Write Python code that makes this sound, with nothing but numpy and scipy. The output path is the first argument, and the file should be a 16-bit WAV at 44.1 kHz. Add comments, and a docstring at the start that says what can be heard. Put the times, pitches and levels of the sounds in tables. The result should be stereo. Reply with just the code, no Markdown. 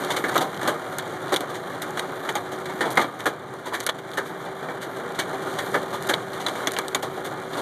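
"""Inside a slow car in hail and heavy rain, on a phone's two microphones, close under roof and windscreen.
Big stones thud, knock and shatter on the panels; hard pellets tick on the glass and some ring a clear note.
Behind them lie a dense patter of small stones and drops, a small motor's hum and the engine's rumble.
The phone ducks its gain after hard blows and widens its stereo by feeding each microphone,
late and inverted, into the other side."""
import sys
import numpy as np
from scipy import signal
from scipy.fft import rfft, irfft, next_fast_len
from scipy.io import wavfile
from scipy.ndimage import uniform_filter1d

SR = 44100
rng = np.random.default_rng(int(sys.argv[2]) if len(sys.argv) > 2 else 0)


def unload_audio(sound):
    """Save the sound as a 16-bit wav file, at the path given as the first command line argument."""
    columns = np.transpose(np.atleast_2d(sound))
    # keep every value between -1 and 1, then stretch to whole-number steps
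    steps = np.round(np.clip(columns, -1, 1) * 32767)
    wavfile.write(sys.argv[1], SR, steps.astype(np.int16))


N = 335601
TIME = np.arange(N) / SR

# big stones, at the panel: t/s, thud level/dB, knock level/dB, shatter level/dB, break-up/s, spot f/Hz
STONES = [(0.0447, -38, -34.5, -15, 0.0021, 1700), (0.1022, -35, -19.5, -6.5, 0.014, 780),
          (0.1633, -31, -23, -8, 0.0046, 2220), (0.1685, -28, -24, -8.5, 0.006, 2220),
          (.239, -20, -19, -13, 0.0082, 1900), (0.2841, -25, -23.5, -17, 0.012, 1590),
          (0.309, -25, -30, -18, 0.023, 1770), (0.353, -16, -14.5, -7.5, 0.013, 1240),
          (0.3765, -22, -28, -3, 0.0042, 3540), (.406, -15.5, -19.5, -5, 0.014, 800),
          (0.6126, -27, -23, -14, 0.0079, 1790), (0.628, -19.5, -33, -9, 0.0044, 1690),
          (.645, -23, -22, -18, 0.023, 1320), (0.6742, -14, -16, -0.5, 0.0094, 1390),
          (0.9842, -35, -15, -5.5, 0.0032, 3280), (1.2917, -47, -22.5, -28, 0.004, 835),
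          (1.321, -16, -17, -7, 0.0017, 1000), (1.3233, -15.5, -25, -4, 0.014, 3630),
          (1.361, -22, -29, 4, 0.0021, 3360), (1.4056, -19.5, -32, -8.5, 0.0034, 1100),
          (1.492, -38, -42, -16.5, 0.013, 3500), (1.5393, -30, -29, -12.5, 0.02, 2110),
          (1.8175, -28, -24, -5, 0.004, 1880), (1.9727, -38, -22, -6, 0.0037, 1430),
          (1.9919, -24.5, -16, -2.5, 0.0016, 3700), (2.248, -35, -30, -16, 0.004, 1500),
          (2.289, -21.5, -16, -4.5, 0.0035, 2400), (2.353, -27.5, -19, -6, 0.005, 2400),
          (2.363, -23, -30, -15, 0.0045, 1200), (2.515, -26, -35, -17.5, 0.017, 805),
          (2.656, -38, -22.5, -13, 0.0032, 3560), (2.6865, -41.5, -27.5, -25, 0.024, 790),
          (2.8066, -19, -17.5, -4.5, 0.0072, 1760), (2.826, -25, -22.5, -31, 0.016, 1270),
          (2.851, -23, -22, -17, 0.012, 830), (2.873, -27, -35, -25, 0.009, 980),
          (2.972, -9.5, -4.5, -2.5, 0.0041, 2190), (2.993, -16, -17.5, -8, 0.012, 1200),
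          (3.012, -21, -18, -4.5, 0.0088, 1990), (3.04, -20.5, -19, -25, 0.0052, 3220),
          (3.1921, -27, -25.5, -12, .018, 2100), (3.2561, -20.5, -11.5, -0.5, 0.011, 1420),
          (3.2641, -12.5, -14, -3, 0.004, 1410), (3.654, -27.5, -22.5, -11.5, 0.022, 760),
          (3.7, -31, -37, -28, 0.016, 1070), (3.723, -29, -24.5, -19.5, 0.013, 1110),
          (3.733, -30, -17, -6.5, 0.0086, 1890), (3.742, -28, -19.5, -6, 0.011, 1890),
          (3.803, -24, -34, -7, 0.0034, 3100), (3.8652, -21, -8.5, 7, 0.0014, 3330),
          (3.8898, -23.5, -6.5, 1.5, 0.0018, 3220), (3.9847, -36, -29.5, -18, 0.0053, 2940),
          (4.1353, -33, -36, -15.5, 0.0063, 810), (4.172, -23, -18, -5.5, 0.005, 1730),
          (4.178, -17.5, -16.5, -9, 0.0051, 1500), (4.255, -43, -33, -17.5, 0.021, 1500),
          (4.2957, -24, -32, -34, 0.0052, 1370), (4.395, -35, -35, -24, 0.031, 1510),
          (4.4585, -33.5, -27, -23.5, 0.019, 816), (4.625, -24.5, -28, -26, 0.012, 1410),
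          (4.6853, -26, -21.5, -32, 0.0075, 850), (4.811, -44, -31, -14, 0.025, 1920),
          (4.9624, -30, -38, -22, 0.0096, 790), (5.147, -35.5, -32, -17.5, 0.0095, 3500),
          (5.188, -53, -18.5, -2.5, 0.011, 2200), (5.3293, -27.5, -32, -23, 0.017, 865),
          (5.419, -32, -34, -18.5, 0.0053, 2020), (5.4577, -28.5, -29, -27, 0.0039, 1240),
          (5.496, -41, -41, -21, 0.0027, 1980), (5.5858, -30.5, -21.5, -9, 0.0087, 1920),
          (5.741, -24.5, -18, -13, 0.0049, 1790), (5.7455, -19.5, -18, -19, 0.0099, 1500),
          (5.9265, -31.5, -24, -13, 0.022, 1100), (6.0335, -39, -24, -27, 0.0007, 1860),
          (6.0885, -23.5, -20, -4.5, 0.007, 1830), (6.0944, -18.5, -15, -2.5, 0.0069, 1520),
          (6.112, -30, -34, -19, 0.0084, 2000), (6.1361, -19, -18, -2.5, 0.0026, 2260),
          (6.332, -29, -35, -15.5, .013, 930), (6.3978, -27, -29, -12.5, 0.021, 790),
          (6.4642, -18, -11, 2, 0.0017, 3360), (6.4824, -21, -15.5, -3, 0.0031, 3490),
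          (6.5527, -38, -23, -16, 0.0076, 800), (6.575, -32, -29, -20, 0.035, 1430),
          (6.6333, -33, -27, -27, 0.017, 1320), (6.672, -18, -10.5, 2.5, 0.0018, 3470),
          (6.7343, -29, -36, -7, 0.0023, 3960), (6.766, -35, -18, -11, 0.0041, 2470),
          (6.786, -22, -9, -2, 0.0013, 835), (6.881, -34, -28, -17, 0.0011, 940),
          (6.9468, -17, -12, 2, 0.0025, 2420), (7.0246, -21, -30, -7.5, 0.011, 3100),
          (7.1741, -26, -38, -22, 0.0076, 920), (7.2433, -35, -26.5, -12, 0.02, 3660),
          (7.529, -28, -32.5, -19.5, 0.006, 810), (7.5658, -22, -30, -11.5, 0.022, 860)]
# modes of roof and glass: f/Hz, level/dB, share of the ring time (capped by damping)
PANEL_MODES = [(218, -4.5, 1.3), (272, 0, 1.8), (327.7, 4, 1.07), (338.6, -4, 1), (425, -25, 0.98),
               (488, -18, 2.7), (566, -2.5, 1.17), (614.6, -3.5, 1.9), (705, -31, 0.41), (754.7, 3.5, 0.95),
               (826, 2, 1.76), (874, -3, 3.1), (962, 5, 0.5), (1052, 2, 0.89), (1163, 2, 2.1),
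               (1231, -2, 1.5), (1380, -7, 1.4), (1350, -7, 0.25), (1652, 3, 0.7), (1775, 2.5, 4.3),
               (1980, -8, 2.4), (2150, -2, 1.9), (2298, 11, 1.37), (2510, -22, 0.74), (3100, -19, 0.49),
               (3440, 3.5, 1.2), (3460, 12, 0.73)]
# hard pellets, at the glass: t/s, ring level/dB, snap level/dB, bounces (rounded)
TICKS = [(.039, -1, -4, 0), (0.0482, 2.5, 1.5, -0.5), (0.169, 10, 4, 0), (.284, -4, -3, 0),
         (0.2918, 1, 1.5, 1), (.3425, -8, 0, 0), (0.3476, 7.5, 3, 0), (0.3793, 14, 14, 0),
         (.5103, -15, -15, 0), (0.545, 5, -6, 0), (0.575, 5, -2, 0), (.617, -3, -12, 0),
         (0.985, -3, 15.5, -0.5), (1.2818, -1, -3, 0), (1.295, -3, 0, 0), (1.3412, 16, 10, 1),
         (1.361, 12, 13, 0), (1.3667, 17, 6, 0), (1.407, -14, 9, 0), (1.8214, -3, 8, 0),
         (1.9073, -12, -1, 0.5), (1.9956, 13.5, 9, 0), (2.3538, -12, 10.5, 0), (2.325, -13, -4, 0),
         (2.383, -12, 0, 0), (2.561, -21, -10, 0), (2.588, -18, -7, 0), (2.602, -21, -9, 0),
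         (2.905, -8.5, 4, 3.5), (2.9281, -11, 1, 1), (2.944, -14, -7, 0), (2.956, -18, 2, -0.5),
         (2.9643, -4, -3, 0), (3.191, -15, -2, 0), (3.2056, 9, 3, -0.5), (3.241, -10.5, -4, 1),
         (3.54, -14, -4, 0), (3.6841, 1, -1, -0.5), (3.7982, -20, 2, -0.5), (3.8032, -3, 12.5, 1),
         (3.8299, -1, 2, 3), (3.8649, 17, 20.5, 0.5), (3.8913, 11.5, -3, 2), (3.9895, -13, -8, 0),
         (4.116, 1, -2, 0), (4.1055, -20, -8, -0.5), (4.1249, -22, -7, -0.5), (4.135, -2, -9.5, 0),
         (4.4514, -10, -8, 0), (5.0909, -15, -11, 0), (5.1231, -23, -7, 0), (5.5405, -7, -5, 0),
         (6.025, -2, 3, 0), (6.0334, -11, 0, 0.5), (6.039, -15, -5, 0), (6.054, -4, -10, 0),
         (6.0705, -11.5, 3, 0), (6.075, -9, 5, 0.5), (6.1401, 17, -8, 0), (6.333, 4, -9, 0),
         (6.4637, -1, 3, 0), (6.6463, -7, -7, 0), (6.672, 12, 17.5, 0.5), (6.7054, -0.5, -11, 1),
         (6.7191, 6, 11.5, 0), (6.7369, -9, 0, 0), (6.7657, 14, -3, 0.5), (6.7877, 11, 16.5, 0),
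         (6.8824, 7, 10, -0.5), (6.887, -5, -2, 0.5), (6.947, -9, 7, 2), (7.4, -3.5, -9, 0.5),
         (7.535, -2, -15, 1.5)]
# clear notes of glass or roof: t/s, f/Hz, level/dB, t60/s
PINGS = [(.107, 3500, -6, .04), (.1695, 3550, -18, .03), (.3803, 3740, 1, .03), (.676, 312, -24, 0.23),
         (1.3612, 3440, 4, .03), (1.9935, 3800, -4, .035), (2.291, 1870, -15, .04),
         (2.2895, 2990, -3, 0.04), (2.354, 6550, 7, .03), (2.355, 830, -10.5, 0.074),
         (2.355, 1200, -18.5, 0.12), (2.81, 510, -26, 0.15), (3.26, 473, -14, 0.1), (3.262, 297, -20, .12),
         (5.745, 306, -42, 0.097), (6.094, 314, -18, 0.16), (6.094, 268, -22, 0.16), (2.974, 3760, -3, .04),
         (3.8665, 3400, -13, .04), (3.865, 6440, -5, .03), (6.14, 3870, -1, .03), (6.464, 3980, 10.5, 0.02),
         (6.4645, 3460, 1, 0.06), (6.673, 3420, 0, 0.041), (6.6725, 6300, 3.5, 0.023),
         (6.787, 3240, -20, .03), (6.9475, 3450, -15, 0.028), (6.948, 6740, 16, 0.022)]
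# small stones and drops, at the panels: t/s, drumming level/dB, spray level/dB
PATTER = [(0, -22.5, -19), (.3, -29.5, -22), (.6, -25, -20), (1.1, -25, -20), (1.7, -25.5, -21.5),
          (2.1, -26, -22), (2.6, -30, -25.5), (2.9, -26, -21), (3.4, -27, -25.5), (3.9, -29.5, -26),
          (4.6, -28, -25.5), (5.102, -27.5, -26), (5.6, -28, -21.5), (6.2, -26.5, -22), (6.6, -24.5, -18),
          (7, -28.5, -23), (7.4, -28, -25), (7.61, -28.5, -19)]
# motor tone: t/s, f/Hz, level/dB
HUM = [(0, 372, -27), (.55, 372, -29), (.9, 372, -26), (2.9, 374, -26), (3.05, 380, -36), (3.3, 383, -34),
       (3.5, 385, -28), (4.4, 385, -27.5), (5.0, 385, -26.5), (5.6, 386, -25), (6.4, 385, -25),
       (7, 381, -25.5), (7.61, 378, -26)]
# engine and road: t/s, level/dB
RUMBLE = [(0, -27), (.7, -21.5), (1.5, -24.5), (2.5, -27.5), (3.2, -23), (3.8, -27.5), (5, -27),
          (5.6, -26.5), (6.2, -22), (6.8, -25), (7.61, -27.5)]
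# colour of the cabin, from the panels to the phone: f/Hz, level/dB
CABIN = [(60, -30), (120, 10), (220, 5), (400, 8.5), (900, -4), (2000, -4.5), (3200, -12), (4200, -18.5),
         (5200, -23), (6500, -21), (9000, -21), (11000, -23.5), (14000, -25.5)]
# how far the two microphones differ, as a gain on the side signal: f/Hz, level/dB
SIDE_GAIN = [(30, -69), (150, -16), (400, -13), (1000, -3.5), (2000, 1), (4000, -2), (14000, 0.5)]
# left channel against right: f/Hz, level/dB
LEFT_GAIN = [(60, -2), (300, -5), (800, -2.5), (1300, 0.1), (14000, -0.5)]


def blow(rise_s, hold_s, t60_s, spot_hz, size=5000):
    """One stone overhead: thud and knock of the panels, shatter of the ice, each as mid and side."""
    t = np.arange(size) / SR
    hz, db, share = (column[:, None] for column in np.transpose(PANEL_MODES))
    chance = rng.standard_normal((4, len(PANEL_MODES), 1))
    noise = rng.standard_normal((3, 2, size))
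    decay = np.log(1000) * np.maximum(t - hold_s, 0) / max(t60_s, .005)
    # each blow drives the modes unevenly and a little off pitch, favouring those near the spot's pitch
    phase = np.float32(2 * np.pi * hz * (1 + 0.0296 * chance[0]) * t + 1.8 * chance[1])
    modes = np.sin(phase) * np.exp(np.float32(-decay / np.minimum(share, 1.4)))
    near = .4 + 1 / (1 + (np.log2(hz / spot_hz) / .2) ** 2)
    drive = near * undb(db) * chance[2:]
    low = hz[:, 0] < 920
    low_ring, high_ring = ((modes[k] * drive[:, k]).sum(1) / np.linalg.norm(drive[:, k], axis=1)
                           for k in (low, ~low))
    thud = 0.92 * low_ring + 0.72 * unit(band(noise[0], 208, 1185)) * np.exp(-decay / 2.18)
    crack = 0.96 * unit(band(noise[1], 730, 4650))
    spot = .5 * unit(band(noise[1], 0.81 * spot_hz, 1.26 * spot_hz))
    knock = 1.02 * high_ring + (crack + spot) * np.exp(-decay)
    sizzle = undb(-1.5 + 1.7 * chance[0, 0, 0]) * unit(band(noise[1], 9900, 17200))
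    shatter = 0.82 * (unit(band(noise[2], 2760, 9400)) + sizzle) * np.exp(-decay / 0.84)
    # the lows build up slower than the highs
    rise = 1 - np.exp(-t / (rise_s + np.reshape([.002, .0003, .0003], (3, 1, 1))))
    # the stone breaks in uneven crumbs, 1.5 ms apart
    step, scatter_db = int(.0015 * SR), np.reshape([1, 2, 2], (3, 1, 1))
    crumbs = np.repeat(rng.standard_normal((3, 1, 200)), step, axis=2)
    crumbs = uniform_filter1d(crumbs, step)[..., :size]
    return np.array([thud, knock, shatter]) * rise * undb(scatter_db * crumbs)


def big_stones():
    """Soft stones that crumble slowly build up slowly; quick hard ones and high spots ring briefly."""
    out = np.zeros((2, N))
    for s, *levels_db, hold_s, spot_hz in STONES:
        rise_s = 0.00018 + 0.24 * max(hold_s - 0.0098, 0)
        t60_s = 0.15 * (1 - np.exp(-hold_s / 0.0032)) * (spot_hz / 1500) ** -0.095
        add(out, np.tensordot(undb(levels_db), blow(rise_s, hold_s, t60_s, spot_hz), 1), s)
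    return out


def tick(size=600):
    """One click on the glass: a short ring of the pane and a bright snap, each as mid and side."""
    fade = -np.log(1000) * np.arange(size) / SR
    noise = rng.standard_normal((2, 2, size))
    noise[:, :, 0] = 2.1 * np.sign(noise[:, :, 0])  # spike of first contact
    snap_hz = 7960 * 2 ** np.clip(0.17 * rng.standard_normal(), -1, 1)
    ring = band(noise[0] * np.exp(fade / 0.0059), 2650, 4800)
    snap = band(noise[1] * np.exp(fade / 0.0065), 0.62 * snap_hz, 1.8 * snap_hz)
    return np.array([ring, snap])


def pellets(bounce_s=0.0045, bounce_db=-0.5):
    """Hard pellets hit the windscreen; some bounce, a little weaker each time."""
    out = np.zeros((2, N))
    for s, ring_db, snap_db, bounces in TICKS:
        for k in range(round(bounces) + 1):
            gains = undb([ring_db, snap_db]) * undb(k * bounce_db)
            add(out, np.tensordot(gains, tick(), 1), s + k * bounce_s)
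    return out


def pings(rise_s=0.00029, size=6000):
    """Hard stones make a single note of glass or roof ring clear."""
    out = np.zeros((2, N))
    t = np.arange(size) / SR
    for s, hz, db, t60_s in PINGS:
        phase = rng.random() * 2 * np.pi + np.array([[0], [1.0]])  # mid, side
        envelope = np.exp(-np.log(1000) * t / t60_s) * (1 - np.exp(-t / rise_s))
        add(out, undb(db) * np.sin(2 * np.pi * hz * t + phase) * envelope, s)
    return out


def stray_pellets(per_s=18, scatter_db=1.5):
    """Lesser pellets tick on the glass at random, each its own size and brightness."""
    out = np.zeros((2, N))
    count = int(per_s * N / SR)
    for when, ring, snap in np.c_[rng.random(count), rng.standard_normal((count, 2))]:
        gains = undb([-15 + scatter_db * ring, -15.5 + scatter_db * snap])
        add(out, np.tensordot(gains, tick(), 1), when * N / SR)
    return out


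def patter(per_s=700, scatter_db=4.0, most_db=10.5, spots=9):
    """Countless small stones and drops of uneven size drum and spray on a few spots of the panels."""
    drum, spray = 0, 0
    for spot_hz in np.geomspace(700, 3000, spots):
        lands = rng.random(N) < per_s / spots / SR
        hits = lands * undb(np.minimum(scatter_db * rng.exponential(size=N), most_db))
        thud, knock, shatter = blow(0, 0.0011, 0.065, spot_hz)
        splash = shatter[:, :3000] + 4.6 * tick(size=3000).sum(0)
        drum += signal.oaconvolve(hits[None], thud + undb(-3) * knock)[:, :N]
        spray += signal.oaconvolve(hits[None], splash)[:, :N]
    # fine rain fills the gaps with a flickering hiss
    hiss = rng.standard_normal((2, 2, N)) * undb(walk(25))
    drum = unit(drum) + 0.54 * unit(band(hiss[0], 160, 3460))
    spray = unit(spray) + 0.41 * undb(2.4 * walk(12)) * unit(band(hiss[1], 4000, 10000))
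    spray += 0.4 * undb(4.4 * walk(18)) * unit(band(hiss[0], 10800, 15000))
    s, drum_db, spray_db = np.transpose(PATTER)
    return drum * undb(np.interp(TIME, s, drum_db)) + spray * undb(np.interp(TIME, s, spray_db))


def motor_hum(side_lead_rad=1.15):
    """A small motor holds one tone, wavering in pitch and level."""
    s, hz, db = np.transpose(HUM)
    phase = 2 * np.pi * np.cumsum(np.interp(TIME, s, hz) + 1.2 * walk(20)) / SR
    level = undb(np.interp(TIME, s, db) + walk(10))
    return level * np.sin(phase + np.array([[0], [side_lead_rad]]))


def engine_rumble(centre_hz=142.3, width_hz=79):
    """Engine and road come up through the floor as a low band of noise."""
    rumble = band(rng.standard_normal((2, N)), centre_hz - width_hz / 2, centre_hz + width_hz / 2)
    return unit(rumble) * undb(np.interp(TIME, *np.transpose(RUMBLE)))


def microphone_shake():
    """Each microphone shakes on its own, deep and unsteady."""
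    return unit(band(rng.standard_normal((2, N)), 43, 73.6)) * undb(-47.5 + 1.8 * walk(17))


def widen(x, delay_s=0.0003835, bass_gain=0.95, treble_gain=0.21, corner_hz=4130):
    """Each side gets the other microphone late and inverted, weaker in the treble."""
    size = next_fast_len(N + SR)
    hz = np.arange(size // 2 + 1) * SR / size
    share = treble_gain + (bass_gain - treble_gain) / (1 + (hz / corner_hz) ** 4)
    late = irfft(rfft(x[::-1], size) * share * np.exp(-2j * np.pi * hz * delay_s), size)
    return x - late[:, :N]


def duck(x, threshold_db=-22, share=0.65, sense_s=0.022, attack_s=0.051, recover_db_per_s=3):
    """The phone's gain control cuts a share of the level over a threshold, then creeps back."""
    level_db = 10 * np.log10(lag(np.mean(x ** 2, 0), sense_s) + 1e-12)
    wanted_db = share * np.maximum(level_db - threshold_db, 0)
    back_db = recover_db_per_s * TIME
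    cut_db = np.maximum.accumulate(wanted_db + back_db) - back_db
    return x * undb(-lag(cut_db, attack_s))


def undb(db):
    return 10 ** (np.asarray(db) / 20)


def unit(x):
    """Scale to rms 1."""
    return x / np.sqrt(np.mean(x ** 2, axis=-1, keepdims=True))


def band(x, lo_hz, hi_hz):
    """Band-pass along time."""
    return signal.lfilter(*signal.butter(2, [lo_hz, min(hi_hz, .45 * SR)], "band", fs=SR), x)


def colour(x, table):
    """Weight the spectrum by points of f/Hz, level/dB."""
    size = next_fast_len(x.shape[-1])
    hz, db = np.transpose(table)
    gain = undb(np.interp(np.log(np.arange(size // 2 + 1) * SR / size + 1), np.log(hz), db))
    return irfft(rfft(x, size) * gain, size)[..., :x.shape[-1]]


def walk(rate):
    """Random levels held 1 / rate s and slewed; spread near 1."""
    k = int(SR / rate)
    steps = np.repeat(rng.standard_normal(N // k + 1), k)
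    return 1.42 * uniform_filter1d(uniform_filter1d(steps, k), k)[:N]


def lag(x, time_s):
    """One-pole smoothing."""
    k = np.exp(-1 / (time_s * SR))
    return signal.lfilter([1 - k], [1, -k], x)


def add(out, sound, s):
    """Mix a sound in at a time."""
    i = int(s * SR)
    out[:, i:i + sound.shape[1]] += sound[:, :N - i]


def scene():
    """The cabin at the two microphones: sources mixed as mid and side, then turned to left and right."""
    hail = big_stones() + pellets() + pings() + stray_pellets() + patter()
    mid, side = colour(hail, CABIN) + motor_hum() + engine_rumble()
    side = colour(side, SIDE_GAIN)
    right = np.roll(mid - side, 1)  # sound reaches the right microphone one sample later
    low_cut = signal.butter(2, 70, "high", fs=SR, output="sos")
    return signal.sosfilt(low_cut, [mid + side, right]) + microphone_shake()


def record(dry):
    """The phone widens the stereo, ducks its gain, thins the left channel's lows and cuts the top."""
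    left, right = duck(widen(dry) * undb(-4))
    stereo = np.clip([colour(left, LEFT_GAIN), right], -1, 1)
    return signal.sosfilt(signal.ellip(10, .3, 70, 13900, fs=SR, output="sos"), stereo)


dry = scene()
out = record(dry)
unload_audio(out)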